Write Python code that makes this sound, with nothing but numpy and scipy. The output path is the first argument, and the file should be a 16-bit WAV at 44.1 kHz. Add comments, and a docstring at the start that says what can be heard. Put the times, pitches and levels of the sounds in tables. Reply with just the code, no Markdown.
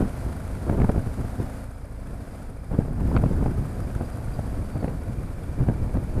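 """A twin-cylinder motorcycle rolls along, heard from the rider's helmet. The throttle eases off and
reopens, and later the engine sinks to idle. Firing pulses throb through the exhaust pipe, the valve
gear clatters, the covers ring and a gear whines in time with the crank. Wind rumbles over the
microphone and slaps it with single eddies, above a smooth hiss of air and tyres."""
import sys
import numpy as np
from scipy import signal
from scipy.fft import rfft, irfft
from scipy.io import wavfile
from scipy.ndimage import uniform_filter1d

SR = 44100
rng = np.random.default_rng(int(sys.argv[2]) if len(sys.argv) > 2 else 0)


def transcribe(u):
    """Save the signal u as a 16-bit wav file named by the first command-line argument.

    u: samples, shape (n,) or (channels, n), limited to [-1, 1]; the rate is SR.
    q: integer samples, one column per channel.
    """
    v = np.clip(np.atleast_2d(u).T, -1, 1)
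    q = np.round(v * 32767).astype(np.int16)
    wavfile.write(sys.argv[1], SR, q)


N = 273420

# Engine speed. Each row: time in seconds, revolutions a minute.
ENGINE_RPM = [(0, 1486), (.6, 1636), (1.0, 1630), (1.4, 1680), (2.4, 1676), (3.4, 1655), (4.25, 1614),
              (4.8, 1550), (5.0, 1278), (5.2, 1165), (5.8, 1202), (6.2, 1172)]
# The throttle ride. Each row: time in seconds, opening from 0 to 1.
THROTTLE_OPENING = [(0, 1), (.55, 0.85), (1.58, 0.88), (1.72, 0.22), (1.92, .1), (2.08, 0.34), (2.4, .55),
                    (2.6, 0), (2.8, 0.57), (2.93, 0.24), (3.1, 0.74), (4.4, 0.77), (5.1, 0.57), (5.9, .56),
                    (6.2, 0.68)]
# Tone of the exhaust's boom, and of the growl an open throttle adds.
# Each row: frequency in Hz, relative level in dB.
BOOM_EQ = [(14, -39.5), (27, 2), (56, 6), (84, 2.5), (112, -4), (140, -8.5), (168, -22), (200, -12.5),
           (250, -14.5), (285, -8), (340, -39), (560, -29.5), (1000, -60.5), (3000, -102)]
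GROWL_EQ = [(25, -36.5), (55, -4.5), (82, 2), (108, 8), (135, -5), (165, -4), (215, -2.5), (265, -2.5),
            (350, -18.5), (450, -14.5), (600, -11.5), (720, -12.5), (850, -23), (3000, -64.5)]
# Echoes in header, silencer and tail pipe. Each row: round trip in seconds, share reflected.
PIPE_ECHOES = [(.0031, 0.39), (.0073, 0.53), (0.012, 0.48)]
# Knocks in one engine cycle. Each row: place and half length as shares of the cycle, relative level in dB.
CYCLE_KNOCKS = [(.07, 0.077, -9), (.17, 0.06, 3), (.30, 0.12, -16), (.65, 0.077, -4)]
# Tone of the clatter. Each row: frequency in Hz, relative level in dB.
CLATTER_EQ = [(150, -24), (500, 19), (750, 9), (1050, 15.5), (1500, 21), (1900, 5), (2900, 2), (3700, -1),
              (4900, -17), (5900, -1.5), (7700, -5), (9400, 3), (11500, -2), (15000, -10)]
# Ringing engine parts. Each row: pitch in Hz, filter width in Hz, place in the cycle from 0 to 1,
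# level under load in dB, level at idle in dB.
COVER_RINGS = [(498, 104, 0.09, -55.5, -51.5), (680, 120, 0.07, -58, -63), (1403, 300, 0.06, -64.5, -69),
               (2320, 110, 0.17, -72, -70), (2337, 150, 0.69, -79, -67), (4840, 650, 0.06, -75.5, -75),
               (9256, 1900, 0.16, -69.5, -75)]
# Gear whine, loudest as the engine drags down. Each row: time in seconds, level in dB.
WHINE_LEVEL = [(0, -80), (1.1, -78), (2.2, -86), (3.1, -75), (4.45, -73), (4.83, -67.5), (4.95, -84),
               (6.2, -90)]
# The air stream over the helmet. Each row: time in seconds, level in dB.
STREAM_LEVEL = [(0, -33.5), (.6, -32), (1.3, -36.5), (1.75, -43), (2.25, -33.5), (2.66, -40.5),
                (2.8, -34.5), (3.1, -21.5), (3.7, -28.5), (4.2, -34.5), (5.1, -29.5), (5.45, -32),
                (6.2, -28)]
# Gusts swelling out of the stream. Each row: peak time in seconds, half length in seconds,
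# then rumble and buffeting as relative levels in dB.
WIND_GUSTS = [(0.006, 0.033, -18.5, -22), (0.276, 0.033, -26, -37.5), (0.716, 0.038, -27, -27.5),
              (0.816, 0.04, -19.5, -24), (0.961, 0.042, -28.5, -31), (1.081, 0.016, -23, -35.5),
              (1.199, 0.015, -25, -31.5), (1.413, .035, -27.5, -33.5), (2.736, 0.013, -19.5, -26.5),
              (2.802, 0.036, -26, -32), (3.196, 0.13, -44, -35.5), (3.492, 0.028, -31, -30),
              (3.585, 0.019, -26, -38), (4.024, 0.024, -29, -34.5), (4.28, 0.025, -29, -43),
              (4.588, 0.065, -30, -38.5), (4.772, 0.018, -41, -35.5), (4.884, 0.045, -31, -35.5),
              (5.611, 0.019, -18, -28), (5.693, 0.022, -22, -27.5), (5.825, 0.03, -22.5, -36),
              (5.963, 0.018, -22.5, -29.5), (6.19, 0.024, -21, -28.5)]
# The strongest eddies. Each row: time in seconds, then body, crack and low push as relative levels in dB.
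EDDY_SLAPS = [(.698, -13.5, -31.5, -14), (.802, -18, -31, -16), (0.819, -17, -28, -18),
              (.846, -17.5, -35, -19), (0.8944, -13.5, -27.5, -8), (0.899, -11.5, -32.5, -29),
              (.981, -22.5, -43, -11), (1.248, -26, -52, -18.5), (2.717, -23, -48, -19),
              (2.790, -14.5, -44, -6), (3.166, -19, -17.5, -26), (3.175, -16.5, -27, -25),
              (3.239, -16, -35, -14), (3.262, -18, -35, -20), (3.462, -19.5, -36, -27),
              (3.904, -24, -41, -32), (4.012, -15.5, -35, -33), (4.393, -22, -53, -19.5),
              (4.83, -21.5, -34.5, -30), (4.845, -17, -31, -34), (4.882, -21, -36, -33),
              (5.688, -16, -31, -14), (5.951, -24, -51, -21), (5.972, -21, -39, -28)]
# Tone of the wind's rumble and buffeting, an eddy's puff and crack, and the background hiss.
# Each row: frequency in Hz, relative level in dB.
RUMBLE_EQ = [(8, -56), (18, 4.5), (30, -3.5), (60, 1), (110, -2.5), (160, -7.5), (240, -22.5), (450, -31.5),
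             (1200, -89.5)]
BUFFET_EQ = [(50, -33.5), (130, 3), (230, 4.5), (330, 0), (450, -5.5), (700, -12), (1050, -19.5),
             (1600, -25), (2300, -41.5), (3200, -44.5), (6000, -71), (12000, -88)]
PUFF_EQ = [(50, -10), (150, 5), (280, 1.5), (500, 3.5), (750, -4), (1000, -13), (1800, -40), (3500, -63),
           (8000, -100)]
CRACK_EQ = [(500, -24), (1200, 8.5), (1700, 8.5), (2050, 2), (2500, 0.5), (3200, -18), (4600, -16),
            (5600, -50), (12000, -73)]
HISS_EQ = [(150, 1.5), (600, 25.5), (1000, 20.5), (1600, 16), (2200, 12), (3000, 3), (3900, 3), (4700, 4.5),
           (6100, 0), (9500, 5), (12700, 0), (14000, -6), (15000, -15)]


def exhaust(cycle, idle, uneven=0.14, scatter=.13, jitter_cycles=.008):
    """Two firings a cycle, never quite alike, boom through the pipe; the throttle makes them growl."""
    load = throttle()
    stumble = jitter_cycles * (1 - load) * wander(20)  # timing loosens as the throttle shuts
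    firing = np.floor(2 * (cycle + stumble))
    at = np.flatnonzero(np.diff(firing))
    pulses = np.zeros(N)
    pulses[at] = 1 + uneven * (-1) ** firing[at] + scatter * rng.standard_normal(N)[at]
    pulses = pipe_echoes(pulses)
    boom = unit_rms(colour(pulses, BOOM_EQ)) * gain_of(-38 - idle + 4 * load)
    growl = unit_rms(colour(pulses, GROWL_EQ)) * load ** 1.17 * gain_of(-35.5)
    return boom + growl


def pipe_echoes(pulses):
    """Each pulse bounces to and fro in the pipe and comes out smeared."""
    hz = np.fft.rfftfreq(2 * N, 1 / SR)
    spectrum = rfft(pulses, 2 * N)
    for trip_s, share in PIPE_ECHOES:
        delay = np.exp(-2j * np.pi * hz * trip_s)
        spectrum = spectrum * (delay - share) / (1 - share * delay)  # all-pass
    return irfft(spectrum, 2 * N)[:N]


def clatter(cycle, grit_db=4, level_db=-64, load_db=12):
    """Valves, pistons and gears knock at fixed crank angles, harder under load."""
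    knocks = .36 + sum(gain_of(db) * burst(cycle, place, length) for place, length, db in CYCLE_KNOCKS)
    rattle = knocks * gain_of(grit_db * wander(410)) * rng.standard_normal(N)
    return unit_rms(colour(rattle, CLATTER_EQ)) * gain_of(level_db + load_db * throttle())


def ringing_covers(cycle, idle, sustain=0.26):
    """Covers ring as they are struck, once a cycle; the tappets stand out at idle."""
    out = np.zeros(N)
    for hz, width, place, load_db, idle_db in COVER_RINGS:
        b, a = signal.iirpeak(hz, hz / width, SR)
        band = signal.lfilter(b, a, rng.standard_normal(N))
        ring = steadied(signal.lfilter(b, a, band), size=700)
        strikes = sustain + burst(cycle, place, length=0.05)
        out += unit_rms(ring * strikes) * gain_of(load_db + (idle_db - load_db) * idle)
    return out


def gear_whine(cycle, teeth_per_turn=178.5, flutter_db=4.5):
    """Gear teeth sing at a multiple of the crank speed, hardest once a cycle; backlash adds roughness."""
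    backlash = .009 * wander(160)
    crank_turns = 2 * np.cumsum(np.gradient(cycle) * (1 + backlash))
    tone = np.sin(2 * np.pi * teeth_per_turn * crank_turns)
    accent = .45 + burst(cycle, place=0.56, length=0.11)
    return unit_rms(tone * accent) * gain_of(follow(WHINE_LEVEL) + flutter_db * wander(60))


def airflow(buffet_db=-10, unrest_db=2, unrest_hz=16):
    """Envelopes for the rumble and the buffeting: a restless stream plus bell-shaped gusts."""
    t = np.arange(N) / SR
    stream = gain_of(follow(STREAM_LEVEL) + unrest_db * wander(unrest_hz))
    rumble_power, buffet_power = stream ** 2, (stream * gain_of(buffet_db)) ** 2
    for peak_s, half_s, low_db, mid_db in WIND_GUSTS:
        swell = np.exp(-((t - peak_s) / half_s) ** 2)
        rumble_power += swell * gain_of(low_db) ** 2
        buffet_power += swell * gain_of(mid_db) ** 2
    return np.sqrt(rumble_power), np.sqrt(buffet_power)


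def wind(rumble_gain, buffet_gain, lumpy_db=3.5):
    """Large eddies rumble; small ones arrive in clumps and buffet the microphone."""
    rumble = steadied(colour(rng.standard_normal(N), RUMBLE_EQ), size=2200)
    eddies = gain_of(lumpy_db * wander(177)) * rng.standard_normal(N)
    buffet = steadied(colour(eddies, BUFFET_EQ), size=1800)
    return rumble * rumble_gain * gain_of(-0.14) + buffet * buffet_gain * gain_of(0.5)


def slaps(rows, puff_s=0.0029, crack_s=.001, core_s=0.00088, push_s=0.0017, size=2048):
    """Each eddy has a tight core in a wide swirl, a short puff, and a crack where the air tears off."""
    t = (np.arange(size) - size // 4) / SR
    out = np.zeros(N)
    for time_s, body_db, crack_db, push_db in rows:
        body, edge = rng.standard_normal((2, size))
        stretch = rng.uniform(.85, 1.2)
        puff = steadied(colour(body, PUFF_EQ), size=130) * np.exp(-np.hypot(t, puff_s / 2) / puff_s)
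        crack = steadied(colour(edge, CRACK_EQ), size=40) * np.exp(-np.hypot(t, crack_s / 2) / crack_s)
        slap = gain_of(body_db - 3.5) * eddy_pressure(t, core_s * stretch)
        slap += gain_of(body_db - 2) * puff / np.abs(puff).max()
        slap += gain_of(crack_db) * crack / np.abs(crack).max()
        slap += gain_of(push_db - 4) * eddy_pressure(t, push_s * stretch)
        add(out, time_s + t[0], slap * signal.windows.tukey(size, .2))
    return out


def eddy_pressure(t, width_s):
    """A passing eddy sucks, then pushes, with a peak of 1."""
    return t / width_s * np.exp(.5 - (t / width_s) ** 2 / 2)


def stray_eddies(buffet_gain, count=30, spread_db=6):
    """Lesser slaps land at random and ride the level of the buffeting; rows as in EDDY_SLAPS."""
    when, luck = rng.random((count, 2)).T
    level_db = 20 * np.log10(buffet_gain[(when * N).astype(int)]) + spread_db * (2 * luck - 1)
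    return list(zip(when * N / SR, level_db + 8.5, level_db - 12, level_db + 8))


def road_hiss(flutter_db=0.6, level_db=-55, load_db=9.5):
    """A smooth bed of air and tyre hiss that swells with the throttle."""
    hiss = unit_rms(colour(rng.standard_normal(N), HISS_EQ))
    return hiss * gain_of(level_db + load_db * throttle() + flutter_db * wander(40))


def throttle():
    """The throttle opening at every sample."""
    return np.clip(follow(THROTTLE_OPENING), 0, 1)


def burst(cycle, place, length):
    """A bump that returns at the same crank angle in every cycle."""
    return np.exp(-(((cycle - place + .5) % 1 - .5) / length) ** 2)


def gain_of(db):
    """Decibels to a gain."""
    return 10 ** (np.asarray(db) / 20)


def unit_rms(x):
    """Scales to rms 1."""
    return x / np.sqrt(np.mean(x ** 2) + 1e-20)


def follow(rows):
    """An automation curve, read at every sample."""
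    times, values = np.transpose(rows)
    return np.interp(np.arange(N) / SR, times, values)


def colour(x, eq, size=8192):
    """Shapes x with a minimum-phase EQ curve."""
    hz, db = np.transpose(eq)
    bins = np.abs(np.fft.fftfreq(size, 1 / SR))
    log_gain = np.log(gain_of(np.interp(np.log(bins + 1), np.log(hz), db)))
    response = np.exp(np.conj(signal.hilbert(log_gain)))
    taps = np.fft.ifft(response).real[:size // 2]
    return signal.fftconvolve(x, taps)[:len(x)]


def wander(hz):
    """Random drift of rms 1, up to about the given rate."""
    bins = np.fft.rfftfreq(N, 1 / SR)
    return unit_rms(irfft(rfft(rng.standard_normal(N)) * np.exp(-(bins / hz) ** 2), N))


def steadied(x, size):
    """Levels out swells longer than size samples."""
    power = uniform_filter1d(uniform_filter1d(x ** 2, size), size)
    return x / np.sqrt(np.abs(power) + 1e-20)


def add(mix, start_s, sound):
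    """Mixes a sound in at a time."""
    part = mix[max(round(start_s * SR), 0):][:len(sound)]
    part += sound[:len(part)]


def scene():
    """Engine, wind and road hiss in a mono mix."""
    rpm = follow(ENGINE_RPM)
    cycle = np.cumsum(rpm) / 120 / SR  # one engine cycle is two crank turns
    idle = np.clip((1550 - rpm) / 350, 0, 1)  # 0 under way, 1 at idle
    engine = exhaust(cycle, idle) + clatter(cycle) + ringing_covers(cycle, idle) + gear_whine(cycle)
    rumble_gain, buffet_gain = airflow()
    air = road_hiss() + wind(rumble_gain, buffet_gain)
    eddies = slaps(list(EDDY_SLAPS) + stray_eddies(buffet_gain))
    return (engine + air + eddies)[None]


def record(dry):
    """A steep low-pass trims the top treble."""
    cutoff_hz = 14700
    taps = signal.firwin(201, cutoff_hz, window=("kaiser", 9), fs=SR)
    return signal.oaconvolve(dry, taps[None], "same", axes=1)


dry = scene()
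out = record(dry)
transcribe(out)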